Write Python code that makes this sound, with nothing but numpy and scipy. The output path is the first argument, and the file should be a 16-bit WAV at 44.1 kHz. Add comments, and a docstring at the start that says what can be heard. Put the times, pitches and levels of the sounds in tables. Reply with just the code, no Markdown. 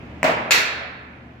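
"""A bat cracks a ball in a large, hard-walled indoor batting cage; the walls slap the blow back.
A quarter of a second later the ball clangs on metal, probably the cage's steel frame, whose modes
ring on. A soft thud follows, probably the ball dropping on the turf. Each impact reverberates in
the hall, over the rumble and hum of ventilation and the fading wash of earlier activity."""
import sys
import numpy as np
from scipy import signal
from scipy.fft import rfft, irfft
from scipy.io import wavfile

SR = 44100
rng = np.random.default_rng(int(sys.argv[2]) if len(sys.argv) > 2 else 0)


def to_wav(s):
    """Save 16-bit WAV."""
    ch = np.atleast_2d(s).T  # columns
    pcm = np.round(np.clip(ch, -1, 1) * 32767)  # PCM
    wavfile.write(sys.argv[1], SR, pcm.astype(np.int16))


N = 61739
T, HZ = np.arange(N) / SR, np.fft.rfftfreq(N, 1 / SR)
BAT_S, CLANG_S, THUD_S = .2306, .5086, .805

# Diffuse sound at the two ears. 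Each row: frequency in Hz, correlation from -1 to 1.
EAR_COHERENCE = [(20, 0.94), (70, 0.95), (150, 0.98), (300, 0.88), (600, .65), (1200, -0.23),
                 (2400, -0.033), (5000, 0), (15000, 0)]
# Microphone balance in diffuse sound. Each row: frequency in Hz, left minus right in dB.
MIC_BALANCE = [(100, 0), (700, 1), (1300, -0.5), (2400, -5), (4200, 2), (8000, 1.5), (15000, -1.5)]
# Ventilation rumble. Each row: frequency in Hz, relative level in dB.
RUMBLE_SPECTRUM = [(20, -25), (45, -8.5), (75, 5.5), (95, -1.5), (130, -2.5), (180, 2), (260, 4), (400, -5),
                   (700, -5.5), (1400, -18), (2500, -15.5), (4500, -32), (9000, -49), (16000, -51)]
# Fan and mains hum. Each row: frequency in Hz, rms level in dB.
HUM_TONES = [(74.5, -48.5), (120, -48), (238, -50)]
# Reverberation of earlier activity. Each row: frequency in Hz, relative level in dB.
WASH_SPECTRUM = [(60, -1), (130, 10.5), (300, 5), (500, -6), (1200, -3), (2500, -4.5), (4000, -25),
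                 (7000, -32), (10000, -53), (16000, -49.5)]
# The crack straight from the bat. Each row: frequency in Hz, relative level in dB.
CRACK_SPECTRUM = [(20, -39.5), (60, -26.5), (150, 3.5), (600, 8.5), (1200, 0.5), (2300, 6), (2900, -2.5),
                  (3500, -20.5), (5600, -20), (7800, -8), (9500, -30.5), (16000, -17.5)]
# The crack radiated into the hall. Each row: frequency in Hz, relative level in dB.
CRACK_HALL_SPECTRUM = [(20, -51.5), (60, -28.5), (100, -14), (160, -7), (300, -4.5), (380, -9.5), (620, 0),
                       (1000, -2), (1400, -4.5), (2500, -5), (3400, -15.5), (5000, -21), (7800, -25.5),
                       (9500, -36), (16000, -31.5)]
# Modes of bat and ball. Each row: frequency in Hz, relative level in dB, T60 in seconds.
BAT_BALL_MODES = [(664, -31, .1), (1010, -35, .05), (2060, -43, .04)]
# Wall echoes of the crack. Each row: delay in seconds, gain in dB, right-ear lag in seconds.
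WALL_ECHOES = [(0.0122, -7.5, .0001), (.0158, -4.5, -.0002), (.019, -11.5, .0002), (.0365, -10.5, -.0001),
               (.0545, -23.5, .0002), (.0665, -11, .0001)]
# The bat's note off the walls. Each row: delay in seconds, level in dB, half width in seconds.
WALL_SWELLS = [(0.02, -12.5, 0.0034), (.065, -12, 0.0066)]
# The hall's reverberation time. Each row: frequency in Hz, T60 in seconds.
HALL_T60 = [(100, 1.2), (300, 1.47), (700, 1.55), (1500, 1.45), (2500, 1.065), (4200, 0.83), (6000, 0.52),
            (9000, 0.4), (15000, .34)]
# The blow on the steel. Each row: frequency in Hz, relative level in dB.
CLANG_SPECTRUM = [(20, -51.5), (100, -21), (250, -16.5), (450, -11.5), (700, -12), (1100, -9), (1350, -4.5),
                  (1750, -2.5), (2650, -1), (3100, -11), (3330, -5), (3550, -10.5), (3700, -3.5),
                  (3900, -8.5), (4250, -4.5), (4900, -11.5), (5500, -8), (7200, -11), (9400, -24),
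                  (12000, -16), (16000, -28.5)]
# The steel's clear modes. Each row: frequency in Hz, level in dB, T60 in seconds.
STEEL_MODES = [(440, -32, .3), (1345, -31, 1.0), (1738, -24.5, 1.25), (1848, -26.5, 1.0), (2121, -25, .9),
               (2252, -27, .9), (2300, -27, .9), (2521, -15, .45), (2670, -29, .7), (2791, -23, .55),
               (3327, -27, .65), (3682, -28, .6), (4183, -27, .8), (4222, -28, .8), (4433, -27, .65),
               (7080, -17, .12)]
# The clang off floor and wall. Each row: delay in seconds, gain in dB, right-ear lag in seconds.
CLANG_REFLECTIONS = [(.004, -9, -.0001), (.0485, -5, .0001)]
# The clang's lean to one side. Each row: frequency in Hz, left minus right in dB.
CLANG_BALANCE = [(700, -1), (1400, 0), (2400, -1), (4000, -0.5), (8000, 1.5)]
# The soft thud. Each row: frequency in Hz, relative level in dB.
THUD_SPECTRUM = [(20, -66), (120, -9), (250, -22), (550, 14), (750, 16.5), (1100, -32), (3000, -14),
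                 (16000, -60)]


def amp(db):
    """Amplitude grows tenfold for every 20 dB."""
    return 10 ** (np.asarray(db) / 20)


def curve(table, hz):
    """Interpolation on a logarithmic frequency axis."""
    frequencies, values = np.transpose(table)
    return np.interp(np.log(hz + 1), np.log(frequencies + 1), values)


def unit(x):
    """Normalisation to a mean energy of 1 per channel."""
    return x / np.sqrt(np.mean(np.sum(x ** 2, -1)) + 1e-20)


def fade(t60):
    """Damping: an exponential fall of 60 dB in t60 seconds."""
    return np.exp(-np.log(1000) * T / t60)


def delay(x, seconds):
    """A time shift by whole samples."""
    n = np.arange(N)
    source = n - np.round(seconds * SR)
    return np.apply_along_axis(lambda channel: np.interp(source, n, channel, left=0, right=0), -1, x)


def through(x, response):
    """A linear system convolves its input with its impulse response."""
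    return signal.fftconvolve(np.atleast_2d(x), np.atleast_2d(response), axes=1)[:, :N]


def ears(x, lag_s, left_db=0):
    """Interaural differences of time and level give a sound its direction."""
    return np.array([x * amp(left_db / 2), delay(x, lag_s) * amp(-left_db / 2)])


def diffuse():
    """A diffuse noise field is coherent at two close microphones only at long wavelengths."""
    a, b = rfft(rng.standard_normal((2, N)))
    coherence = np.clip(curve(EAR_COHERENCE, HZ), -1, 1)
    tilt = amp(curve(MIC_BALANCE, HZ) / 2)
    mid, side = a * np.sqrt((1 + coherence) / 2), b * np.sqrt((1 - coherence) / 2)
    return irfft(np.array([(mid + side) * tilt, (mid - side) / tilt]), N)


def coloured_noise(spectrum):
    """Spectral shaping of a steady diffuse field, rms 1."""
    noise = irfft(rfft(diffuse()) * amp(curve(spectrum, HZ)), N)
    return noise / noise.std()


def drift(rate_hz):
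    """Low-passed noise is a slow random fluctuation, rms 1."""
    noise = irfft(rfft(rng.standard_normal(N)) * np.exp(-(HZ / rate_hz) ** 2) * (HZ > 0), N)
    return noise / noise.std()


def ventilation(waver_hz=.5, waver_share=.25):
    """Broadband rumble underlies fan and mains tones, randomly modulated in amplitude and pitch."""
    hum = 0
    for hz, db in HUM_TONES:
        level = amp(db) * np.sqrt(2) * (1 + waver_share * drift(6))
        cycles = rng.random() + np.cumsum(hz + waver_hz * drift(5)) / SR
        hum += level * np.sin(2 * np.pi * cycles)
    return amp(-41) * coloured_noise(RUMBLE_SPECTRUM) + hum


def wash(fade_db_per_s=2.5):
    """Reverberant energy left by earlier activity decays exponentially."""
    return amp(-43.5 - fade_db_per_s * T) * coloured_noise(WASH_SPECTRUM)


def impact(spectrum):
    """A blow is a minimum-phase pulse: its energy, 1, comes as early as its spectrum allows."""
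    log_gain = np.log(amp(curve(spectrum, abs(np.fft.fftfreq(N, 1 / SR)))))
    response = np.exp(np.conj(signal.hilbert(log_gain)))
    return unit(np.fft.ifft(response).real)


def ring(modes):
    """Free vibration is a sum of damped sinusoids, one for each mode."""
    return sum(amp(db) * fade(t60) * np.sin(2 * np.pi * hz * T) for hz, db, t60 in modes)


def bat_crack():
    """Impact excites bat and ball; scatter off nearby things and reflections follow the direct sound."""
    body = ring(BAT_BALL_MODES)
    crack = -amp(8) * (impact(CRACK_SPECTRUM) + amp(-6) * body)
    direct = ears(crack, lag_s=.00005, left_db=4.5)
    scatter = amp(-2) * through(crack, unit(diffuse() * fade(t60=.028)))
    radiated = unit(impact(CRACK_HALL_SPECTRUM) + amp(-4.5) * body)
    reverb = amp(16) * through(radiated, hall(early_db=-1))
    return direct + scatter + echoes(crack, WALL_ECHOES) + wall_swells() + reverb


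def hall(early_db, gap_s=.0079, build_s=.004, hold_s=.09, early_t60_s=.3):
    """Reverberation: dense early reflections hold briefly, then yield to a darkening tail."""
    hz, t, spectra = signal.stft(diffuse(), SR, nperseg=256)
    decay = amp(-60 * t / curve(HALL_T60, hz)[:, None])
    tail = signal.istft(spectra * decay, SR, nperseg=256)[1][:, :N]
    onset = np.clip((T - gap_s) / build_s, 0, 1)
    early = amp(early_db - 60 * np.maximum(T - hold_s, 0) / early_t60_s)
    return unit(tail * onset * np.sqrt(1 + early ** 2))


def echoes(x, reflections, cutoff_hz=2213):
    """Each specular reflection is a delayed, weaker and duller copy of the sound."""
    dull = signal.lfilter(*signal.butter(1, cutoff_hz, fs=SR), x)
    return sum(amp(db) * delay(ears(dull, lag), s) for s, db, lag in reflections)


def wall_swells():
    """Reflection from the walls returns the bat's lowest mode in rounded swells."""
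    level = sum(amp(db) * np.exp(-((T - s) / width) ** 2) for s, db, width in WALL_SWELLS)
    return level * np.sin(2 * np.pi * BAT_BALL_MODES[0][0] * T)


def weak_modes(count=160, low_hz=1311.6, top_hz=15416):
    """The steel's many weaker modes lie at random pitches; damping rises with frequency."""
    jitter, phases = rng.random((count, 2)).T
    pitches = low_hz * (top_hz / low_hz) ** ((np.arange(count) + jitter) / count)
    t60s = .25 * np.sqrt(3000 / pitches)
    return unit(sum(np.sqrt(hz / t60) * fade(t60) * np.sin(2 * np.pi * (hz * T + phase))
                    for hz, t60, phase in zip(pitches, t60s, phases)))


def steel_clang():
    """The ball's impact excites resonances in the steel: a dense clatter and longer, clear tones."""
    blow = impact(CLANG_SPECTRUM)
    ringing = through(blow, amp(-5.5) * weak_modes())[0]
    clatter = through(blow, unit(diffuse() * fade(t60=.36)))
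    direct = ears(amp(-11.5) * blow + amp(-3.5) * ringing, lag_s=.00005, left_db=10.5)
    reflected = echoes(amp(-10) * blow + clatter[0], CLANG_REFLECTIONS)
    near = amp(-5) * clatter + direct + reflected
    reverb = through(unit(blow + amp(-12) * ringing), hall(early_db=-2.5))
    clear_tones = ears(ring(STEEL_MODES), lag_s=.000025)
    clang = amp(17.5) * near + amp(23.5) * reverb + clear_tones
    lean = amp(curve(CLANG_BALANCE, HZ) / 2)
    return irfft(rfft(clang) * np.array([lean, 1 / lean]), N)


def thud(rise_s=.015):
    """A dull, distant impact arrives as diffuse sound, which blurs its attack."""
    envelope = np.minimum(T / rise_s, 1) * fade(t60=.16)
    spread = unit(diffuse() * envelope) + amp(-10) * hall(early_db=-1)
    return amp(-.5) * through(impact(THUD_SPECTRUM), spread)


def scene():
    """Superposition: three impacts in turn add to the hall's own noise."""
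    impacts = delay(bat_crack(), BAT_S) + delay(steel_clang(), CLANG_S) + delay(thud(), THUD_S)
    return impacts + ventilation() + wash()


def record(dry):
    """Gain control ducks on the clang and keeps sinking slowly; soft clipping and a low-pass follow."""
    threshold_db, sense_s, sink_db_per_s = -12, .0067, .5
    ceiling, cutoff_hz = 1.05, 15950
    pole = np.exp(-1 / (sense_s * SR))
    power = signal.lfilter([1 - pole], [1, -pole], (dry ** 2).mean(0))
    excess_db = 10 * np.log10(power + 1e-12) - threshold_db
    sink_db = sink_db_per_s * T
    duck_db = np.maximum(np.maximum.accumulate(excess_db - sink_db) + sink_db, 0)
    rounded = ceiling * np.tanh(dry * amp(-duck_db) / ceiling)
    lowpass = signal.firwin(255, cutoff_hz, window=("kaiser", 9), fs=SR)
    return signal.oaconvolve(rounded, lowpass[None], "same")


dry = scene()
out = record(dry)
to_wav(out)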